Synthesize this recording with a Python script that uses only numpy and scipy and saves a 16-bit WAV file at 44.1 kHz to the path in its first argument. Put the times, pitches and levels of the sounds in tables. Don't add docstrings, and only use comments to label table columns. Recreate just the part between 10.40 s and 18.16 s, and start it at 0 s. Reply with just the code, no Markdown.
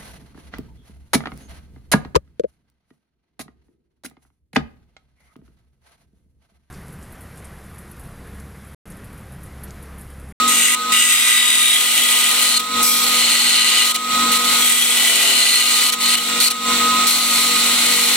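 import sys
import numpy as np
from scipy import signal
from scipy.fft import rfft, irfft
from scipy.io import wavfile
from scipy.ndimage import minimum_filter1d

SR = 44100
rng = np.random.default_rng(int(sys.argv[2]) if len(sys.argv) > 2 else 0)


def output_pcm(signal):
    pcm = np.clip(np.atleast_2d(signal).T, -1, 1) * 32767
    wavfile.write(sys.argv[1], SR, np.round(pcm).astype(np.int16))


def makeup_ratio(level_db):
    decades = np.asarray(level_db, float) / 20
    return 10 ** decades


N = 342216


def rms_one(x):
    return x / np.sqrt(np.mean(x ** 2) + 1e-20)


def in_time(rows):
    s, *columns = np.transpose(rows)
    return [np.interp(np.arange(N) / SR, s, c) for c in columns]


def lagged(x, seconds, rate=SR):
    r = np.exp(-1 / (seconds * rate))
    return signal.lfilter([1 - r], [1, -r], x, zi=[r * x[0]])[0]


def drift(corner_hz):
    r = np.exp(-40 * np.pi * corner_hz / SR)
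    slow = signal.lfilter([1], [1, -2 * r, r * r], rng.standard_normal(N // 20 + 4002))[4000:]
    return np.interp(np.arange(N) / 20, np.arange(len(slow)), rms_one(slow))


def on_grid(points):
    hz = np.maximum(np.fft.rfftfreq(N, 1 / SR), 1)
    f, value = np.transpose(points)
    return np.interp(np.log(hz), np.log(f), value)


def closed(spectrum):
    ends_low, ends_high = (spectrum[0][0] / 2, -60), (SR / 2, -60)
    return makeup_ratio(on_grid([ends_low] + list(spectrum) + [ends_high]))


# f/Hz, lead/rad
PORT_LEAD_PHASE = [(300, 0.24), (2500, 0.36), (3000, 1), (4200, 1.17), (5200, 1.5), (6000, 0.31),
                   (7400, 2.54), (8300, 2.5), (9000, 2.2), (10000, 0.91), (11000, 2.9), (16000, 3.9)]


def late(x):
    return np.array([x, irfft(rfft(x) * np.exp(-1j * on_grid(PORT_LEAD_PHASE)), N)])


# f/Hz, share (0-1)
PORT_LIKENESS = [(60, 0.46), (200, 1), (500, 0.47), (1300, 0.81), (2200, 0.48), (4000, 0.28), (8000, 0.093),
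                 (14000, 0.39)]


def port_likeness():
    return on_grid(PORT_LIKENESS)


def at_ports(source, spectrum, alike):
    walls_t60_s, far_share = 0.099, 0.14
    t = np.arange(SR // 10) / SR
    echoes = rng.standard_normal((2, len(t))) * makeup_ratio(-60 * t / walls_t60_s)
    echoes = rfft(echoes / np.linalg.norm(echoes, axis=1, keepdims=True), N)
    diffuse = rfft(rng.standard_normal((2, N)))
    reflected = np.sqrt(1 - far_share) * echoes * rfft(source) + np.sqrt(far_share) * diffuse
    mixed = np.sqrt(alike) * rfft(late(source)) + np.sqrt(1 - alike) * reflected
    return rms_one(irfft(mixed * spectrum, N))


def panned(x, left_db):
    return x * makeup_ratio(np.outer([.5, -.5], left_db * np.ones(N)))


# t/s, pressure level/dB, place/blade length, drag as loss of whine f/Hz
STROKE_PATHS = [
    [(0.077, -16, -0.03, 4.5), (0.21, -12, -0.06, 13.7), (0.28, -9.5, 0.0065, 14.3),
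     (0.35, -11.5, 0.035, 12.6)],
    [(0.52, -12.5, 0.19, 3), (0.63, -6.5, 0.035, 19), (0.81, -5.5, 0.35, 23.2), (1.14, -6.5, 0.38, 29),
     (1.33, -5.5, 0.53, 20.8), (1.44, -8.5, 0.7, 15.5), (1.76, -8.5, 0.65, 19.1), (1.99, -11.5, 0.79, 13.5),
     (2.18, -15, 1.25, 9.2)],
    [(2.425, -18.5, 0.27, 4.3), (2.51, -19, 0.54, 8.9), (2.78, -18.5, 1, 12.1), (2.85, -19.5, 1.15, 10.3),
     (2.9, -16.5, 1.16, 10.9), (3.12, -15, 1.23, 13.4), (3.38, -12, 1.2, 12.7), (3.52, -10.5, 0.72, 10.5)],
    [(4.045, -22.5, 0.92, 3.2), (4.16, -18, 0.82, 6.7), (4.3, -11.5, 0.43, 9.2), (4.58, -12, 0.73, 19.2),
     (4.69, -11, 0.76, 22.7), (5.1, -12, 1.15, 29), (5.19, -10.5, 1.1, 16.6), (5.502, -13, 0.94, 19.2)],
    [(5.6, -18.5, 0.93, 2.94), (5.68, -18.5, 1.16, 3.07), (5.755, -16, 1.14, 3.3)],
    [(6.0, -12.5, 0.83, 5.7), (6.085, -14, 1.17, 5.5)],
    [(6.667, -16, 0.73, 5.6), (6.74, -19.5, 1, 7.8), (6.85, -23.5, 1, 7.2), (7.02, -20.5, 0.89, 9.1),
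     (7.11, -22, 1, 9.9), (7.26, -21.5, 0.96, 8.1), (7.53, -19.5, 1, 12.5), (7.66, -18.5, 0.87, 6.2),
     (7.76, -20.5, 1, 3.8)],
]
# t/s, duration/s, pressure level/dB
BELT_BOUNCES = [(2.193, 0.013, -17.5), (3.543, 0.021, -12), (3.914, 0.062, -18.5), (3.985, .06, -23.5),
                (5.521, 0.021, -11.5), (5.77, 0.017, -16.5), (5.79, 0.11, -24), (6.102, 0.017, -13.5)]


def contact():
    bounce_place = 0.81
    touches = list(STROKE_PATHS)
    for s, length, db in BELT_BOUNCES:
        touches.append([(s, db, bounce_place, 0), (s + length, db, bounce_place, 0)])
    on, t = np.zeros(N), np.arange(N) / SR
    for touch in touches:
        on[(t >= touch[0][0]) & (t <= touch[-1][0])] = 1
    rows = sorted(tuple(row) for touch in touches for row in touch)
    return on, *in_time(rows)


# t/s, lean
BLADE_LEAN = [(.08, 0.07), (.24, -0.38), (.55, -0.48), (.72, -0.18), (1.1, -0.53), (1.5, -0.37),
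              (2.15, -0.055), (2.45, 2), (2.62, 0.82), (2.75, -0.13), (3.35, -0.72), (3.52, 0.11),
              (4.4, 0.079), (4.65, -0.33), (5.3, -0.1), (5.52, 0.45), (5.75, -0.38), (6.05, 0.64),
              (6.7, .8), (6.95, 0.49), (7.3, 0.022), (7.76, 0.29)]


def fed(place, db, swing_db, waves, best, lean_db=0):
    wave = np.cos(2 * np.pi * waves * (place - best))
    return makeup_ratio(db + swing_db * wave + lean_db * in_time(BLADE_LEAN)[0])


def load_shake():
    on, pressure_db, place, _ = contact()
    return lagged(on, 0.0063) * makeup_ratio(pressure_db) * fed(place, db=-14, swing_db=9, waves=0.52, best=0.98)


def drag_hz():
    on, _, _, drag = contact()
    return lagged(on * drag, seconds=.03)


FREE_WHINE_HZ, WHINE_PER_TURN = 1260, 31.4


def wheel_turns():
    return np.cumsum((FREE_WHINE_HZ - drag_hz()) / WHINE_PER_TURN) / SR


def wheel_throb(depth):
    angle = 2 * np.pi * wheel_turns()
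    return 1 + depth * sum(np.cos(k * (angle + 0.317 * k)) for k in range(1, 12)) / 3


def per_turn(fresh, share, memory):
    turns, size = wheel_turns(), 1100
    chance = rng.standard_normal((int(turns[-1]) + 21, size))
    pattern = signal.lfilter([1], [1, -memory], chance, axis=0)[20:]
    repeated = pattern.ravel()[(turns * size).astype(int)]
    return np.sqrt(share) * rms_one(repeated) + np.sqrt(1 - share) * rms_one(fresh)


# t/s, share (0-1)
TURN_REPEAT = [(0, 0.06), (.6, 0.57), (1.15, 1), (1.5, 0.27), (2.8, 0.29), (4.3, 0.05), (4.85, 1),
               (5.2, 0.36), (7.76, 0.13)]


def repeat_share():
    return in_time(TURN_REPEAT)[0]


def tone(hz, waver_db):
    phase = 2 * np.pi * np.cumsum(hz * np.ones(N)) / SR + rng.uniform(0, 2 * np.pi)
    return np.sqrt(2) * np.sin(phase) * makeup_ratio(waver_db * drift(10.2))


# f/Hz, level/dB re hum
HUM_TONES = [(101, -21.5), (189, -11), (238, 0.5), (480, -7), (1910, -4.5)]


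def hum():
    return makeup_ratio(-35.5) * sum(makeup_ratio(db) * tone(hz, waver_db=.4) for hz, db in HUM_TONES)


# multiple of the turning rate, level/dB re frame
WHEEL_ORDERS = [(7, -15.5), (8, -35), (10, -11), (14, -11), (17, -8.5), (18, -13.5)]


def frame():
    turn_hz = (FREE_WHINE_HZ - drag_hz()) / WHINE_PER_TURN
    orders = sum(makeup_ratio(db) * tone(k * turn_hz, waver_db=2.0) for k, db in WHEEL_ORDERS)
    return makeup_ratio(-10.5) * orders * load_shake() * repeat_share()


# t/s, level/dB
WHINE_LEVEL = [(0, 8.5), (.25, -8.5), (.37, 6), (.53, 4.5), (.62, 2), (1.2, 6), (1.35, 0), (2.2, 2),
               (2.75, -1.5), (2.95, -5.5), (3.4, 4), (4.2, -0.5), (4.6, -6.5), (5.15, -4.5), (5.35, 5),
               (5.95, -6.5), (6.15, 1), (6.32, -1), (6.39, -12), (6.41, 2.5), (6.64, 1.5), (6.69, -2),
               (7.2, -2.5), (7.76, -9.5)]


def whine():
    drag, pull_hz = drag_hz(), 239
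    whine_hz = FREE_WHINE_HZ - drag
    tones = tone(whine_hz, waver_db=.6 + 0.11 * drag)
    tones += makeup_ratio(-18.5) * tone(whine_hz - pull_hz, waver_db=5.0)
    tones += makeup_ratio(-26.0) * tone(whine_hz + pull_hz, waver_db=5.0)
    loss_db = 0.13 * drag
    return makeup_ratio(-24 - loss_db + in_time(WHINE_LEVEL)[0]) * tones


def motor():
    return late(hum() + frame() + whine())


# f/Hz, relative level/dB per Hz
ROAR_SPECTRUM = [(40, -38), (90, -21), (150, -26.5), (230, -12.5), (285, -7), (335, -17), (430, -12),
                 (560, -17), (1150, -10), (1450, -10), (1720, -17.5), (2450, -2.5), (3100, -9),
                 (4050, -2.5), (4900, -16), (6200, -11.5), (7200, -12.5), (8000, -7), (9500, -17),
                 (12500, -17), (16000, -24)]


def belt_roar():
    source = per_turn(rng.standard_normal(N), share=0.16, memory=0.967)
    noise = at_ports(source, closed(ROAR_SPECTRUM), port_likeness())
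    upper = signal.sosfilt(signal.butter(2, 360, "high", fs=SR, output="sos"), noise)
    roar = makeup_ratio(-20.5) * noise + load_shake() * upper
    return roar * makeup_ratio(.5 * drift(8)) * wheel_throb(depth=0.095)


def grit(per_s, spread_db):
    sizes = makeup_ratio(spread_db * np.minimum(rng.exponential(1, N), 5)) * rng.choice([-1, 1], N)
    return sizes * (rng.random(N) < per_s / SR)


# f/Hz, relative level/dB per Hz
HISS_SPECTRUM = [(4300, -63), (4900, -27), (5400, -9), (6000, -5), (6800, 5), (7300, -0.5), (8300, 6),
                 (9200, 0), (10000, -5), (10600, -62)]


def hiss(fine, place):
    gain = fed(place, db=-3.5, swing_db=3, waves=0.73, best=1.3, lean_db=2)
    return gain * at_ports(fine, closed(HISS_SPECTRUM), port_likeness())


# f/Hz, relative level/dB per Hz
SIZZLE_SPECTRUM = [(9600, -41), (10300, 0), (11500, 0.5), (12600, -1), (13700, -10), (14800, -1),
                   (16000, -10.5)]


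def sizzle(fine, place):
    gain = fed(place, db=-6, swing_db=0, waves=1.4, best=-0.14, lean_db=4.5)
    return panned(gain * at_ports(fine, closed(SIZZLE_SPECTRUM), port_likeness()), left_db=1)


# f/Hz, relative level/dB per Hz
BODY_SPECTRUM = [(900, -24), (1500, -7.5), (1800, -20), (1950, 2), (2700, -4.5), (3500, 1), (4200, -7.5),
                 (4650, -13), (4900, 0.5), (5300, -17)]


def body(place):
    grains = per_turn(grit(per_s=9000, spread_db=0.5), repeat_share(), memory=0.843)
    gain = fed(place, db=-6.5, swing_db=2.5, waves=1.1, best=-2.5, lean_db=-4.5)
    return gain * at_ports(grains, closed(BODY_SPECTRUM), port_likeness())


# f/Hz, width of each filter section/Hz,
# level/dB re pressure, swing/dB, waves per blade length, best-fed place/blade length, dB per unit of lean
BLADE_MODES = [(1988, 196, -17, 0, 0.94, 0.91, -4.5), (2354, 170, -14.5, 1.5, 1.15, 0.64, 3),
               (2487, 220, -16.5, 0.5, .5, .9, -1), (2857, 73, -17, 3.5, 0.97, .02, -14),
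               (3000, 65, -13.5, 5.5, 0.58, 1.04, -7.5), (3300, 120, -18, 9.5, .94, 0.6, 1),
               (3757, 140, -19.5, 7.5, 0.92, 0.39, -16.5), (4175, 106, -18.5, 14, 0.47, 1.24, -0.5),
               (4310, 695, -11, 13.5, .28, 1.646, 6), (5140, 450, -22.5, 5, 0.56, .8, 10),
               (5944, 110, -19, 3, 0.44, 0.57, 5.5), (8040, 480, -15.5, 12.5, 0.44, 0.37, 2),
               (8870, 760, -16, 9, .54, 0.47, -5), (9660, 227, -15.5, 7, 0.47, 1.08, 2)]


def blade(rasp, place):
    out = 0
    for hz, width_hz, *feed in BLADE_MODES:
        r, w = np.exp(-np.pi * width_hz / SR), 2 * np.pi * hz / SR
        section = [(1 - r * r) / 2, 0, (r * r - 1) / 2, 1, -2 * r * np.cos(w), r * r]
        drive = rasp * fed(place, *feed) * makeup_ratio(0.25 * drift(15))
        ring = signal.sosfilt([section, section], drive)
        out = out + 2 * ring / np.sqrt(1 - r * r)
    return out


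def grinding():
    on, pressure_db, place, _ = contact()
    chatter_db = 0.52 * drift(33) + 1.17 * drift(190)
    force = lagged(on, 0.00074) * wheel_throb(depth=0.2) * makeup_ratio(pressure_db + chatter_db)
    fine = per_turn(grit(per_s=14000, spread_db=4.0), 0.18 * repeat_share(), memory=0.5)
    rasp = at_ports(per_turn(rng.standard_normal(N), repeat_share(), memory=0.8), 1, alike=0.78)
    ring = panned(blade(force * rasp, place), left_db=-0.2 + 2 * place)
    return force * (hiss(fine, place) + sizzle(fine, place) + body(place)) + ring


def scene():
    return motor() + belt_roar() + grinding()


def gain_control(x):
    target_db, squeeze, most_gain_db = -15, 0.86, 5.5
    sense_s, hold_s, release_db_per_s, glide_s, look_ahead_s = .015, .11, 144, 0.021, 0.0065
    rate = SR / 32
    power = np.mean(x ** 2, axis=0)
    power[0] = power[:SR // 20].mean()
    level_db = 10 * np.log10(lagged(power, sense_s)[::32] + 1e-12)
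    half = int(hold_s * rate / 2)
    run_in = np.r_[np.full(half, level_db[0]), level_db]
    held = -minimum_filter1d(-run_in, size=2 * half + 1)[:len(level_db)]
    fall = release_db_per_s * np.arange(len(held)) / rate
    held = np.maximum.accumulate(held + fall) - fall
    wanted_db = np.minimum(squeeze * (target_db - held), most_gain_db)
    gain_db = np.minimum(wanted_db, lagged(wanted_db, glide_s, rate))
    steps = (np.arange(N) / SR + look_ahead_s) * rate
    return x * makeup_ratio(np.interp(steps, np.arange(len(gain_db)), gain_db))


def top_cut(x):
    return signal.sosfilt(signal.butter(12, 16920, fs=SR, output="sos"), x)


def record(dry):
    rounded = np.tanh(gain_control(dry) / 1.198) * 1.391
    thin = signal.sosfilt(signal.butter(3, 70, "high", fs=SR, output="sos"), rounded)
    thin = signal.sosfilt(signal.ellip(12, .5, 70, 15800, fs=SR, output="sos"), thin)
    return top_cut(np.clip(thin, -1, 1))


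dry = scene()
out = record(dry)
output_pcm(out)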